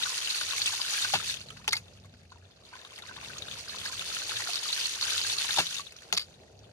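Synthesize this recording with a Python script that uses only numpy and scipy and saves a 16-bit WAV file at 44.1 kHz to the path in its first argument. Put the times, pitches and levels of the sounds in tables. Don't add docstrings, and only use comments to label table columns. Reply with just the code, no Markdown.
import sys
import numpy as np
from scipy import signal
from scipy.fft import rfft, irfft, next_fast_len
from scipy.io import wavfile
from scipy.ndimage import uniform_filter1d

SR = 44100
rng = np.random.default_rng(int(sys.argv[2]) if len(sys.argv) > 2 else 0)


def master_out(mix):
    frames = np.transpose(np.atleast_2d(mix))
    ceiling = np.clip(frames, -1, 1)
    pcm = np.round(ceiling * 32767).astype(np.int16)
    wavfile.write(sys.argv[1], SR, pcm)


N = 296572

# [t/s, spray level/dB, gurgle level/dB]
GUSH_CURVE = [(0.0, -36, -36.5), (0.15, -37, -42), (0.3, -37, -40), (0.47, -38.5, -41), (0.65, -36, -43),
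              (0.75, -37, -42.5), (0.99, -34.5, -36), (1.1, -34.5, -40.5), (1.19, -39.5, -39.5),
              (1.3, -37, -50), (1.36, -44, -52), (1.43, -54.5, -57.5), (1.65, -59.5, -53.5),
              (1.85, -63, -60), (2.1, -70, -64.5), (2.56, -71.5, -65.5), (2.68, -61.5, -58),
              (2.74, -60.5, -49.5), (2.9, -56.5, -52.5), (3.0, -55.5, -50), (3.19, -53.5, -48),
              (3.27, -47, -43), (3.38, -49, -47), (3.45, -48.5, -50), (3.53, -46.5, -48),
              (3.66, -50.5, -51), (3.8, -43, -44.5), (3.93, -42.5, -46.5), (4.0, -39, -46.5),
              (4.25, -40.5, -42.5), (4.38, -36.5, -42.5), (4.47, -37.5, -38), (4.56, -39.5, -42.5),
              (4.8, -35, -42), (4.98, -41, -44), (5.04, -34.5, -39), (5.25, -37, -44.5),
              (5.45, -34.5, -39.5), (5.58, -32.5, -42), (5.64, -38.5, -52), (5.79, -40.5, -47),
              (5.84, -49, -60), (5.95, -62, -58), (6.1, -57.5, -54), (6.28, -64, -63), (6.45, -70, -68),
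              (6.72, -69, -63.5)]
# [t/s, depth/dB]
SPRAY_DIPS = [(.01, 4), (.13, 3), (.472, 4.5), (.79, 4.5), (1.07, 4), (1.177, 2), (1.225, 4), (1.385, 6),
              (1.455, 5), (2.888, 4), (3.003, 4), (3.043, 3), (3.12, 6), (3.183, 7), (3.407, 3), (3.437, 7),
              (3.672, 3), (3.776, 4.5), (3.831, 3.5), (3.906, 4), (3.963, 3), (4.036, 6), (4.115, 3.5),
              (4.25, 3), (4.35, 4), (4.605, 2), (5.068, 3.5), (5.203, 2.5), (5.363, 5), (5.478, 4),
              (5.69, 5), (5.828, 5)]
# [f/Hz, level/dB]
WATER_COLOUR = [(400, 4.5), (1500, 1.5), (4000, 1), (8000, 3.5), (11000, 3.5), (15000, 11)]
# [t/s, rumble level/dB, murmur level/dB]
LOW_CURVE = [(0.0, -63, -61.5), (0.32, -70, -61.5), (0.65, -60, -59.5), (0.95, -65, -63),
             (1.25, -54.5, -60.5), (1.8, -59, -63), (2.4, -61.5, -64.5), (2.85, -65.5, -61.5),
             (3.4, -55, -57.5), (4.05, -60, -57), (4.55, -64, -58), (4.95, -63, -61), (5.3, -61.5, -56.5),
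             (5.62, -57.5, -62), (5.95, -67.5, -62), (6.3, -59, -60), (6.72, -60.5, -60)]
# [f/Hz, relative level/dB]
RUMBLE_COLOUR = [(30, -70), (50, 1.5), (95, 6.5), (170, 1.5), (260, -2.5), (340, -48.5)]
# [f/Hz, relative level/dB]
MURMUR_COLOUR = [(200, -15.5), (300, -2.5), (420, 2.5), (650, 1), (850, -7), (1100, -21), (1600, -29),
                 (2200, -47)]
# [t/s, f/Hz, level/dB]
HUM_CURVE = [(0, 85, -78), (.4, 85.6, -70), (.7, 105, -57), (.95, 99.6, -81), (1.17, 100, -55),
             (1.3, 79.3, -57), (1.6, 100, -71), (1.75, 107.2, -57), (1.88, 89.8, -61), (2.05, 97.2, -59),
             (2.35, 85.8, -59), (2.55, 100, -66), (2.75, 74.9, -67), (2.9, 90.2, -73), (3.05, 96.4, -65),
             (3.4, 94.6, -60), (3.55, 107.1, -59), (3.75, 94.6, -71), (3.95, 95, -53.5), (4.15, 110.2, -70),
             (4.35, 108.6, -56.5), (4.55, 117.2, -70), (4.9, 85.6, -71), (5.08, 82, -57.5),
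             (5.35, 106, -58.5), (5.6, 85.6, -70), (5.9, 89.2, -75), (6.33, 86.7, -67), (6.45, 92, -73),
             (6.55, 99.4, -63), (6.72, 118, -68)]
# [t/s, level/dB, starting f/Hz, t60/s]
LOUD_BUBBLES = [(0.059, -27.5, 1480, 0.024), (0.1, -47, 1020, 0.14), (0.025, -22, 3470, .02),
                (0.358, -27, 4400, .03), (0.412, -20.5, 1480, 0.011), (0.504, -30, 1500, 0.02),
                (0.533, -31.5, 1100, 0.035), (0.581, -25, 2200, 0.017), (0.664, -22, 6230, 0.012),
                (0.674, -19.5, 2650, .04), (0.684, -24, 4450, .015), (0.727, -31, 1530, .022),
                (0.738, -37.5, 900, 0.03), (0.8116, -23.5, 4700, 0.013), (0.979, -31, 1630, 0.07),
                (1.047, -19.5, 1520, 0.022), (1.293, -34, 1650, 0.02), (1.408, -54, 1460, 0.046),
                (1.504, -46, 1290, 0.06), (1.522, -50, 1310, .06), (1.57, -48, 1500, 0.043),
                (1.681, -27, 856, 0.037), (1.735, -42, 900, 0.078), (1.755, -40.5, 850, .029),
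                (2.046, -54, 1100, 0.046), (2.319, -42.5, 1000, 0.023), (2.323, -45, 1454, 0.031),
                (2.358, -52, 940, .05), (2.729, -43, 970, 0.046), (2.736, -40, 1500, .055),
                (2.754, -44, 1010, 0.059), (2.832, -49, 700, .03), (2.85, -50, 1610, .025),
                (2.986, -42, 2100, 0.013), (3.038, -47, 1020, .035), (3.091, -41.5, 1544, 0.075),
                (3.112, -44, 1480, 0.052), (3.11, -47, 990, 0.046), (3.165, -47, 1000, 0.043),
                (3.176, -42, 1130, 0.04), (3.182, -44, 1500, 0.027), (3.301, -40, 1500, 0.048),
                (3.33, -51, 1450, .04), (3.482, -40.5, 1615, 0.026), (3.72, -40.5, 1660, .03),
                (3.858, -29.5, 1639, 0.033), (3.898, -45, 1021, 0.12), (3.929, -34.5, 1580, 0.036),
                (4.018, -33.5, 1340, 0.026), (4.166, -31, 1382, 0.016), (4.318, -26, 1320, 0.0077),
                (4.371, -33, 1730, 0.029), (4.403, -30.5, 1920, 0.026), (4.489, -36, 703, 0.047),
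                (4.763, -37, 1750, 0.045), (5.081, -29.5, 1570, 0.028), (5.122, -34, 1540, .061),
                (5.142, -29, 1566, 0.011), (5.248, -29, 1600, .028), (5.405, -37, 1500, 0.05),
                (5.492, -20, 1590, 0.01), (5.574, -26, 926, 0.048), (5.795, -34, 1120, 0.059),
                (5.962, -51, 1400, .03), (6.131, -30, 740, 0.022), (6.14, -45, 1300, 0.095),
                (6.435, -58, 1870, 0.046), (6.478, -56, 1900, 0.042)]
# [t/s, level/dB, f/Hz, left over right level/dB, t60/s]
LOUD_SPLASHES = [(0.0321, -14.5, 3830, 6.5, 0.023), (0.1189, -28, 5270, -1.0, 0.015),
                 (0.1778, -23, 7150, -1, 0.023), (0.2161, -20.0, 3280, 8, 0.024),
                 (0.2464, -18, 4740, -1.0, 0.024), (0.2571, -20.5, 4090, 1, 0.037),
                 (0.273, -16, 2950, 2, 0.014), (0.2955, -20, 4180, 0.0, 0.054),
                 (0.3039, -18, 4870, -5.0, 0.026), (0.321, -28, 3490, -0.5, 0.015),
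                 (0.3446, -18.5, 4390, -2, 0.036), (0.3833, -16, 4050, -4, 0.014),
                 (0.412, -17.5, 3880, -1, 0.011), (0.4324, -21.5, 4840, 2.5, 0.04),
                 (0.4842, -20, 4050, -3, 0.05), (0.508, -17, 3880, 1.0, 0.016),
                 (0.5212, -20, 2630, 8, 0.013), (0.5326, -20, 2840, 4, 0.012),
                 (0.617, -11, 4500, -3, 0.015), (0.6581, -11, 3495, -2.5, 0.022),
                 (0.7222, -22, 7150, 2, 0.016), (0.7349, -21.0, 3700, 3, 0.039),
                 (0.7621, -25, 4950, -6, 0.012), (0.8154, -14.5, 4960, 1, 0.011),
                 (0.827, -23, 4260, -0.5, 0.018), (0.8982, -15, 4780, -3, 0.012),
                 (0.9134, -28, 6760, -1.5, 0.013), (0.9702, -19, 3570, 0, 0.012),
                 (1.0216, -17, 3730, 2.0, 0.052), (1.0489, -26, 2930, 3, 0.038),
                 (1.2109, -26, 3620, 0.5, 0.036), (1.2725, -23, 4670, -4.0, 0.032),
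                 (1.2833, -21.0, 4260, -4, 0.012), (1.2967, -16.5, 4220, 0, 0.029),
                 (1.3056, -25, 4780, -3.0, 0.012), (1.3407, -23, 3270, 10, 0.012),
                 (1.3692, -27, 3380, 6, 0.014), (1.387, -38, 4950, -2.0, 0.012),
                 (1.405, -32, 2900, -5, 0.039), (1.4131, -28, 4750, -1.0, 0.02),
                 (1.4859, -30, 4050, -3, 0.014), (1.503, -28.5, 3160, -2.5, 0.027),
                 (1.5679, -43, 1940, -1.0, 0.038), (1.5756, -41.5, 4780, -6, 0.031),
                 (1.6432, -38, 3920, -1.5, 0.02), (1.6504, -46, 2535, 2.0, 0.036),
                 (1.8549, -47, 4184, -7.0, 0.012), (1.8809, -38.5, 3550, 0.5, 0.028),
                 (1.9336, -52, 7280, -2.0, 0.018), (1.9728, -43, 3060, 5, 0.017),
                 (1.9988, -51, 5900, -4.5, 0.014), (2.037, -43, 3820, -0.5, 0.026),
                 (2.0468, -46, 4480, -4.5, 0.012), (2.0546, -48.5, 2130, -3, 0.043),
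                 (2.0948, -45, 3920, -2.0, 0.012), (2.139, -49, 5000, -1.5, 0.013),
                 (2.2315, -52, 2150, 3, 0.024), (2.2535, -51, 2540, -0.5, 0.026),
                 (2.2948, -47, 2920, -0.5, 0.012), (2.3022, -44, 4250, -5.5, 0.019),
                 (2.3183, -47, 4260, -3.0, 0.012), (2.3811, -52, 1937, 5, 0.031),
                 (2.4427, -54, 4130, -4.5, 0.013), (2.4524, -46, 3490, 6, 0.014),
                 (2.5092, -48, 5180, -3.5, 0.02), (2.5177, -49, 3600, 5, 0.079),
                 (2.5606, -46, 4650, -6.5, 0.025), (2.6015, -49, 2800, -3, 0.047),
                 (2.6354, -40.5, 4090, -5, 0.014), (2.6496, -38, 4156, -0.5, 0.045),
                 (2.6654, -46.0, 3450, 5, 0.014), (2.688, -41, 4870, -1.0, 0.02),
                 (2.7537, -41.0, 3450, 2.0, 0.014), (2.7655, -44, 3230, 4.0, 0.013),
                 (2.7889, -36, 3830, -1, 0.038), (2.8139, -34, 3720, 3, 0.021),
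                 (2.8486, -32, 3820, 3.0, 0.026), (2.9061, -38, 3360, 2.5, 0.012),
                 (2.9345, -38, 2580, 1.5, 0.038), (2.9589, -34.5, 5040, -1.5, 0.031),
                 (2.9785, -32, 3260, 2, 0.012), (2.9865, -34, 2070, 1, 0.036),
                 (3.0212, -30.5, 3720, 1.5, 0.022), (3.054, -33, 4550, 2, 0.012),
                 (3.072, -39, 7150, -2, 0.026), (3.0858, -33, 3920, 6.5, 0.019),
                 (3.1076, -45, 2970, 0.0, 0.012), (3.1668, -29.5, 3670, 2, 0.018),
                 (3.246, -28, 3960, 4, 0.014), (3.3683, -28.5, 3750, -1, 0.037),
                 (3.3823, -28.5, 7020, -2, 0.02), (3.4207, -22.5, 3730, 7.5, 0.013),
                 (3.483, -26, 3700, 1.5, 0.026), (3.5121, -24.5, 3250, 1.5, 0.02),
                 (3.5221, -29, 3565, 4.5, 0.022), (3.5959, -36, 2240, -1, 0.041),
                 (3.6821, -27.5, 5040, -3.0, 0.048), (3.6943, -24, 4200, -4, 0.033),
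                 (3.7024, -33, 4300, -2.5, 0.043), (3.7843, -27, 3660, 2, 0.016),
                 (3.7989, -28.5, 3400, 5, 0.014), (3.814, -25, 3320, -3, 0.024),
                 (3.8425, -23, 3910, 0.0, 0.016), (3.8531, -21.5, 5040, -1.0, 0.027),
                 (3.8601, -27, 2056, 2.5, 0.012), (3.8734, -23, 4520, -7, 0.019),
                 (3.9487, -31, 4820, -1.0, 0.064), (3.9933, -19, 3530, 2.5, 0.014),
                 (4.0096, -20.5, 2800, 0, 0.012), (4.0773, -29, 3710, -2, 0.025),
                 (4.0877, -21, 4400, 0, 0.012), (4.101, -25, 3660, -1.0, 0.015),
                 (4.1409, -30, 4950, -2, 0.014), (4.1585, -22, 3790, 1.5, 0.043),
                 (4.1671, -20.5, 2860, 0.0, 0.015), (4.1917, -27, 3770, 4, 0.037),
                 (4.2928, -18.5, 3750, -1, 0.019), (4.303, -25.0, 3960, 0.5, 0.017),
                 (4.3579, -22.0, 3620, -4, 0.026), (4.3668, -14, 3770, -4, 0.017),
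                 (4.4039, -30, 1980, -3, 0.024), (4.4386, -25, 5150, -2.5, 0.014),
                 (4.5325, -18, 4910, -5, 0.012), (4.5412, -18, 4350, 0, 0.038),
                 (4.5556, -16.5, 5040, 0, 0.014), (4.5678, -22.5, 3750, 1, 0.021),
                 (4.5773, -18.5, 3790, 2, 0.012), (4.5895, -24, 5000, -7, 0.015),
                 (4.6438, -32, 4290, -2.0, 0.012), (4.688, -17, 3620, -2, 0.012),
                 (4.7029, -20, 3790, 2.5, 0.038), (4.7267, -10.5, 4310, -6, 0.038),
                 (4.7638, -30, 2045, -5, 0.039), (4.7754, -22, 3320, 4.0, 0.012),
                 (4.8124, -16, 3490, -1.0, 0.027), (4.8372, -22, 3500, 4, 0.074),
                 (4.8552, -15.5, 4310, -5, 0.023), (4.8822, -25, 3720, -1.0, 0.013),
                 (4.9355, -28, 7450, -5, 0.013), (4.9469, -26, 4130, 0, 0.024),
                 (4.9543, -25, 5990, -6.0, 0.019), (5.0115, -18, 5530, 4, 0.012),
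                 (5.0247, -14, 4440, -3, 0.025), (5.0337, -20.5, 3870, -4, 0.014),
                 (5.103, -18, 4300, -3, 0.03), (5.1202, -20.0, 4910, -4, 0.05),
                 (5.1336, -19.0, 4070, -6, 0.012), (5.1774, -17, 3700, 5.0, 0.015),
                 (5.1928, -14, 3620, -5, 0.014), (5.2141, -16, 4880, -4, 0.014),
                 (5.2356, -17, 4350, 1.0, 0.046), (5.2656, -18, 4520, 2, 0.021),
                 (5.2972, -19, 3694, 8, 0.054), (5.3339, -20.5, 2630, 1.5, 0.024),
                 (5.3835, -13, 4370, 4, 0.012), (5.3931, -27, 4020, 0.5, 0.014),
                 (5.4124, -17.5, 3736, 5, 0.019), (5.4458, -21, 3590, 2.0, 0.015),
                 (5.4652, -19.5, 4025, -1, 0.029), (5.5069, -14, 3790, 1, 0.011),
                 (5.5626, -21, 3010, 3, 0.024), (5.5695, -14, 3870, -3, 0.023),
                 (5.6559, -25.0, 4570, -3.5, 0.011), (5.6674, -14.5, 3830, 2, 0.012),
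                 (5.71, -26, 3790, -2, 0.03), (5.7255, -22, 3300, 0.0, 0.026),
                 (5.7432, -25, 7000, 1, 0.046), (5.7536, -23, 2830, 4, 0.028),
                 (5.7657, -22, 3820, 3.0, 0.022), (5.7742, -25.5, 3800, 4, 0.013),
                 (5.8662, -29.5, 3700, 2, 0.026), (5.9073, -40, 4960, -5, 0.027),
                 (5.9214, -32.5, 2540, 0, 0.025), (5.9641, -32.5, 6140, -3, 0.016),
                 (5.9855, -34.5, 3350, -7, 0.025), (6.0197, -40.5, 1940, -2, 0.024),
                 (6.033, -40.0, 4820, -4, 0.027), (6.3303, -50.0, 3076, 4.5, 0.012),
                 (6.3408, -39, 3820, 3.0, 0.017), (6.4105, -49.0, 4180, -5.5, 0.031),
                 (6.4342, -52, 1950, 0, 0.011), (6.4778, -61, 1940, -2.5, 0.038),
                 (6.5289, -55, 2150, 4, 0.016), (6.5753, -50.0, 4740, 0.0, 0.016),
                 (6.5903, -42.5, 5990, -3, 0.012), (6.6336, -49, 4630, -1.0, 0.012),
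                 (6.6411, -47, 3480, 6, 0.044), (6.6522, -50, 2870, 1.0, 0.016)]
# [t/s, relative level/dB]
VALVE_SLAMS = [(1.136, -19.5), (5.5843, -19)]
# [f/Hz, relative level/dB, t60/s]
KNOCK_MODES = [(395, -19.5, 0.016), (611, -4.5, 0.0046), (970, -14.5, 0.017), (1480, -13.5, 0.0054),
               (2700, -2, 0.0086)]
# [f/Hz, relative level/dB, t60/s]
THUMP_MODES = [(94, -27, 0.1), (163.7, 0, 0.12), (268, -5.5, 0.036)]
# [t/s, relative level of the tick/dB, relative level of the body jolt/dB]
VALVE_DROPS = [(1.6777, 1, -36), (6.1258, 3, -32)]
# [f/Hz, relative level/dB, t60/s]
JOLT_MODES = [(179.7, -4.5, 0.1), (420, 1.5, 0.047)]
# [t/s, level/dB, t60/s, strongest f/Hz]
WEIGHT_CONTACTS = [(1.6779, -10.5, 0.016, 2600), (1.679, -20.5, 0.025, 6050), (1.684, -13, 0.03, 3450),
                   (1.6908, -20, 0.018, 5550), (1.706, -25, 0.078, 4900), (1.7228, -14, 0.056, 3970),
                   (1.7292, -13, 0.022, 2150), (1.7305, -16, 0.016, 5670), (1.734, -18, .02, 4500),
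                   (1.742, -31, .05, 2200), (1.748, -26, 0.036, 4950), (1.7533, -20.5, 0.03, 5000),
                   (1.7658, -16, 0.02, 4880), (1.771, -26.5, 0.088, 2620), (6.1267, -20, 0.015, 2700),
                   (6.1279, -9.5, 0.018, 4300), (6.133, -19.5, 0.03, 6900), (6.139, -22, 0.022, 6270),
                   (6.146, -22.5, 0.042, 5230), (6.151, -21, 0.02, 2780), (6.1645, -22, 0.019, 4950),
                   (6.168, -19, 0.03, 4800), (6.1735, -11, 0.024, 3860), (6.174, -16, 0.025, 5370),
                   (6.1754, -15, 0.031, 2460), (6.179, -16, 0.018, 4900), (6.1932, -20.5, 0.04, 4950),
                   (6.204, -23, 0.025, 4860), (6.211, -24, 0.076, 4920), (6.216, -31, 0.039, 4900),
                   (6.223, -36, 0.09, 4900)]
# [f/Hz, relative level/dB, t60/s]
WEIGHT_MODES = [(2150, -38, 0.05), (2650, -48, 0.03), (4900, -49, 0.066), (5770, -60, 0.04),
                (6900, -60, 0.05)]
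# [f/Hz, left level/dB, right level/dB]
PORT_COLOUR = [(400, -20, -23.5), (900, -14, -17.5), (1040, -13.5, -15.5), (1500, -7.5, -10),
               (2023, -10.5, -13.5), (2780, -4, -4), (3230, -1.5, -7.5), (3820, 2.5, -3.5),
               (4300, -2.5, 3.5), (4700, 3, -3.5), (5420, -16, 0), (6050, 2, -9), (6340, -13, 5.5),
               (6570, -1, -7), (8660, -24, -7.5), (9550, -6, -9.5), (11300, -16, -12.5), (11200, -31, -21),
               (12500, -17, -19), (14300, -25, -16.5), (15000, -28, -32)]
# [lag of the right port/ms, level/dB]
GUSH_PATHS = [(0.165, -2.5), (0.399, -5), (0.679, -2)]

DIP_HALF_WIDTH_S = 0.011
SCATTERED_DB = 1
CREEK_DB, CREEK_LATE_MS, CREEK_TOP_HZ = -67.5, 0.458, 9400
SIDE_SPREAD_DB = 5
TICK_TOP_HZ = 5900
SMALL_BUBBLES, SMALL_BUBBLE_T60_S = 70, 0.035
SMALL_BUBBLE_DB = 3
SMALL_SPLASHES, SPLASH_T60_S = 30, 0.027
SMALL_SPLASH_DB = 8
DRIP_DB = -58.5
WASH_DB, WASH_T60_S = -9.5, 0.07
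THUMP_DB, SPURT_DB = -19.5, 8
BOUNCE_S, BOUNCE_KNOCK_DB, BOUNCE_THUMP_DB, BOUNCE_SPURT_DB = 0.0155, 3, -1, -8
GULP_DB, GULP_FROM_HZ, GULP_TO_HZ = -9, 700, 860
GULP_RISE_S, GULP_HOLD_S, GULP_T60_S = 0.0044, 0.0076, 0.0059
TICK_DB, TICK_RISE_S, TICK_T60_S, TICK_HZ = -6.5, 0.00007, 0.008, 3050
CONTACT_RISE_S, BRIGHT_FROM_HZ = 0.001, 750
JOLT_DB = -9.5
CUTOFF_HZ = 16300


def amp(db):
    return 10 ** (np.asarray(db) / 20)


def rms_one(x):
    return x / np.sqrt(np.mean(x ** 2) + 1e-20)


def in_time(rows):
    s, *columns = np.transpose(rows)
    return [np.interp(np.arange(N) / SR, s, column) for column in columns]


def drift(rate_hz):
    pole = np.exp(-16 * np.pi * rate_hz / SR)
    white = rng.standard_normal(N // 8 + 4002)
    slow = signal.lfilter([1], [1, -2 * pole, pole * pole], white)[4000:]
    return np.interp(np.arange(N) / 8, np.arange(len(slow)), rms_one(slow))


def ring(clicks, hz, t60):
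    r, w = amp(-60 / (t60 * SR)), 2 * np.pi * hz / SR
    return signal.lfilter([0, np.sin(w)], [1, -2 * r * np.cos(w), r * r], clicks + 1e-18)


def coloured(x, hz, db, late_ms=0.):
    size = next_fast_len(N + 4096)
    grid = np.arange(4097) * SR / 8192
    curve_db = np.interp(np.log(grid + 1), np.log(hz), db)
    cepstrum = irfft(np.log(amp(curve_db)))
    cepstrum[1:4096] *= 2
    cepstrum[4097:] = 0
    impulse = irfft(np.exp(rfft(cepstrum)))[:4096]
    response = rfft(impulse, size)
    bins_hz = np.arange(len(response)) * SR / size
    delay = np.exp(-2j * np.pi * bins_hz * late_ms / 1000)
    return irfft(rfft(x, size) * response * delay, size)[..., :N]


def add(out, s, sound):
    at = round(s * SR)
    out[..., at:at + sound.shape[-1]] += sound[..., :N - at]


def burst(t60, rise_s):
    t = np.arange(4000) / SR
    decay = amp(-60 * t / max(t60, .004))
    return rng.standard_normal(len(t)) * (1 - np.exp(-t / rise_s)) * decay


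def port_gain(hz):
    table_hz, left_db, right_db = np.transpose(PORT_COLOUR)
    return amp(np.interp(np.log(hz), np.log(table_hz), (left_db + right_db) / 2))


def puff(hz, rise_s, t60, cycles, broad_db, apart):
    noise = burst(t60, rise_s) + apart * np.array([burst(t60, rise_s), burst(t60, rise_s)])
    tone = ring(noise, hz, cycles / hz)
    sound = tone / abs(tone).max() + amp(broad_db) * noise / abs(noise).max()
    return sound / abs(sound).max() / port_gain(hz)


def droplets(per_s, spread_db, low_hz, high_hz, cycles):
    sizes = amp(spread_db * np.minimum(rng.exponential(1, N), 4.5)) * rng.choice([-1, 1], N)
    clicks = sizes * (rng.random(N) < per_s / SR)
    dealt = rng.integers(0, 12, N)
    flurry = amp(1.74 * drift(28))
    total = np.zeros(N)
    for k, hz in enumerate(np.geomspace(low_hz, high_hz, 12)):
        impacts = clicks * (dealt == k) * np.roll(flurry, k * N // 12)
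        total += ring(impacts, hz, cycles / hz) * np.sqrt(hz)
    return rms_one(total)


def flow():
    t, (spray_db, gurgle_db) = np.arange(N) / SR, in_time(GUSH_CURVE)
    dips = sum(db * np.exp(-((t - s) / DIP_HALF_WIDTH_S) ** 2) for s, db in SPRAY_DIPS)
    return spray_db - dips, gurgle_db


def by_chance(count, level_db, low_hz, high_hz):
    draw = rng.random((count, 3))
    s = draw[:, 0] * (N - 1) / SR
    db = level_db[(s * SR).astype(int)] + 5.3 * (draw[:, 2] - .5)
    return list(zip(s, db, low_hz * (high_hz / low_hz) ** draw[:, 1]))


def gush():
    spray_db, gurgle_db = flow()
    below_peak_db = spray_db - spray_db.max()
    lumps = (rng.random(N) < 70 / SR) * np.minimum(rng.exponential(0.17, N), 0.5)
    fade = amp(-60 / (0.061 * SR))
    bursts = uniform_filter1d(signal.lfilter([1], [1, -fade], lumps), size=40)
    surge = amp(1.0 * drift(13.4)) * (1 + bursts)
    below_treble = signal.butter(4, 10500, fs=SR, output="sos")
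    streams = []
    for _ in range(len(GUSH_PATHS) + 2):
        hiss = rng.standard_normal(N)
        fizz = droplets(1500, 3.3, 1900, 11000, 28.0)
        spray = amp(spray_db) * surge * (amp(-6) * hiss + fizz)
        coarse = signal.sosfilt(below_treble, spray)
        treble = amp(0.038 * below_peak_db) * (spray - coarse)
        plops = droplets(170, 4.2, 850, 2600, 24.0)
        streams.append(coarse + treble + amp(gurgle_db) * np.sqrt(surge) * plops)
    return coloured(np.array(streams), *np.transpose(WATER_COLOUR))


def creek():
    white = rng.standard_normal((3, N))
    white[0] += 1.13 * droplets(760, 4.6, 970, 6500, 13.0)
    dull = signal.butter(8, CREEK_TOP_HZ, fs=SR, output="sos")
    return amp(CREEK_DB + 2.8 * drift(38)) * signal.sosfilt(dull, white)


def lows():
    rumble_db, murmur_db = in_time(LOW_CURVE)
    white = rng.standard_normal((4, N))
    rumble = rms_one(coloured(white[0] + 0.24 * white[1:3], *np.transpose(RUMBLE_COLOUR)))
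    murmur = rms_one(coloured(1.08 * white[3] + white[1:3], *np.transpose(MURMUR_COLOUR)))
    return amp(rumble_db + 2.0 * drift(1.95)) * rumble + amp(murmur_db + 1.77 * drift(15.5)) * murmur


def hum():
    hz, db = in_time(HUM_CURVE)
    phase = 2 * np.pi * np.cumsum(hz) / SR
    tone = (1.2 + drift(5.5)) * np.sin(phase) + drift(5.3) * np.cos(phase)
    return amp(db) * rms_one(tone)


def bubbles():
    out, t, (_, gurgle_db) = np.zeros((2, N)), np.arange(4000) / SR, flow()
    sides = SIDE_SPREAD_DB * np.array([[.5], [-.5]])
    dull = signal.butter(2, TICK_TOP_HZ, fs=SR, output="sos")
    small = by_chance(SMALL_BUBBLES, gurgle_db + SMALL_BUBBLE_DB, 906, 1875)
    small = [(*row, SMALL_BUBBLE_T60_S) for row in small]
    for s, db, hz, t60 in [*LOUD_BUBBLES, *small]:
        tone = np.sin(2 * np.pi * hz * (t + 0.63 * t ** 2))
        tone *= (1 - np.exp(-t / 0.00026)) * amp(-60 * t / t60)
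        tick = signal.sosfilt(dull, puff(hz, 0.0001, 0.072, 6.5, 1.5, 1.0))
        sound = 1.23 * tone / port_gain(hz) + amp(-2.5) * tick
        add(out, s, sound * amp(db + rng.standard_normal() * sides))
    return out


def splashes():
    out, (spray_db, _) = np.zeros((2, N)), flow()
    level_db = np.maximum(spray_db + SMALL_SPLASH_DB, DRIP_DB)
    small = by_chance(SMALL_SPLASHES, level_db, 2190, 6200)
    small = [(*row, SIDE_SPREAD_DB * rng.standard_normal(), SPLASH_T60_S) for row in small]
    for s, db, hz, pan_db, t60 in [*LOUD_SPLASHES, *small]:
        slap = puff(hz, 0.00041, t60, 21.5, 1.0, .7)
        wash = puff(hz, 0.0028, WASH_T60_S, 14.0, 1.8, 0.84)
        add(out, s, (slap + amp(WASH_DB) * wash) * amp(db + pan_db * np.array([[.5], [-.5]])))
    return out


def struck(times, levels_db, modes, soft_s):
    out, at = np.zeros(N), (np.array(times) * SR).astype(int)
    for hz, db, t60 in modes:
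        clicks = np.zeros(N)
        clicks[at] = amp(levels_db + db)
        swell = ring(clicks, hz, soft_s) * 2 * np.log(1000) / (soft_s * SR)
        out += ring(swell, hz, t60)
    return out


def gulp():
    t = np.arange(2000) / SR
    hz = GULP_TO_HZ + (GULP_FROM_HZ - GULP_TO_HZ) * np.exp(-t / GULP_RISE_S)
    choke = amp(-60 * np.maximum(t - GULP_HOLD_S, 0) / GULP_T60_S)
    return -np.sin(2 * np.pi * np.cumsum(hz) / SR) * (1 - np.exp(-t / 0.0014)) * choke


def valve_slams():
    slam_s, slam_db = np.transpose(VALVE_SLAMS)
    s = np.r_[slam_s, slam_s + BOUNCE_S]
    knock_db = np.r_[slam_db, slam_db + BOUNCE_KNOCK_DB]
    thump_db = np.r_[slam_db, slam_db + BOUNCE_THUMP_DB] + THUMP_DB
    spurt_db = np.r_[slam_db, slam_db + BOUNCE_SPURT_DB] + SPURT_DB
    body = struck(s, knock_db, KNOCK_MODES, .04) + struck(s, thump_db, THUMP_MODES, 0.096)
    for start, db in VALVE_SLAMS:
        add(body, start, amp(db + GULP_DB) * gulp())
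    spurts = np.zeros((2, N))
    for start, db in zip(s, spurt_db):
        add(spurts, start, puff(2480, 0.0008, 0.12, 0.99, 0, 0.38) * amp(db))
    return body, spurts


def valve_drops():
    body, rattle = np.zeros(N), np.zeros((2, N))
    for start, level_db, jolt_db in VALVE_DROPS:
        body += struck([start], jolt_db, KNOCK_MODES, 0.05)
        body += struck([start], jolt_db + JOLT_DB, JOLT_MODES, 0.067)
        tick = puff(TICK_HZ, TICK_RISE_S, TICK_T60_S, 14.0, 5, .35)
        add(rattle, start, amp(level_db + TICK_DB) * tick)
    for start, db, t60, hz in WEIGHT_CONTACTS:
        add(rattle, start, amp(db) * puff(hz, CONTACT_RISE_S, t60, 16.0, 4, .5))
    no_bass = signal.butter(2, BRIGHT_FROM_HZ, "high", fs=SR, output="sos")
    rattle = signal.sosfilt(no_bass, rattle)
    return body, rattle + sum(amp(db) * ring(rattle, hz, t60) for hz, db, t60 in WEIGHT_MODES)


def scene():
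    streams, babble = gush(), creek()
    bed = lows() + hum()
    near = bubbles() + splashes()
    slam_body, spurts = valve_slams()
    drop_body, rattle = valve_drops()
    body = slam_body + drop_body
    near += spurts + rattle
    hz, left_db, right_db = np.transpose(PORT_COLOUR)
    late_ms, path_db = np.transpose(GUSH_PATHS)
    direct = streams[:-2] * amp(path_db)[:, None]
    scattered = amp(SCATTERED_DB) * streams[-2:] + babble[1:]
    left = coloured(direct.sum(0) + near[0] + scattered[0] + babble[0], hz, left_db)
    right = coloured(direct[0] + near[1] + scattered[1], hz, right_db, late_ms[0])
    for sound, ms in zip([*direct[1:], babble[0]], [*late_ms[1:], CREEK_LATE_MS]):
        right += coloured(sound, hz, right_db, ms)
    knocks = [amp(8.5) * body, amp(6.5) * np.roll(body, 5)]
    return np.array([left, right]) + knocks + bed


def record(dry):
    thin = signal.sosfilt(signal.butter(4, 48, "high", fs=SR, output="sos"), dry)
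    return signal.sosfilt(signal.cheby2(12, 70, CUTOFF_HZ, fs=SR, output="sos"), thin)


dry = scene()
out = record(dry)
master_out(out)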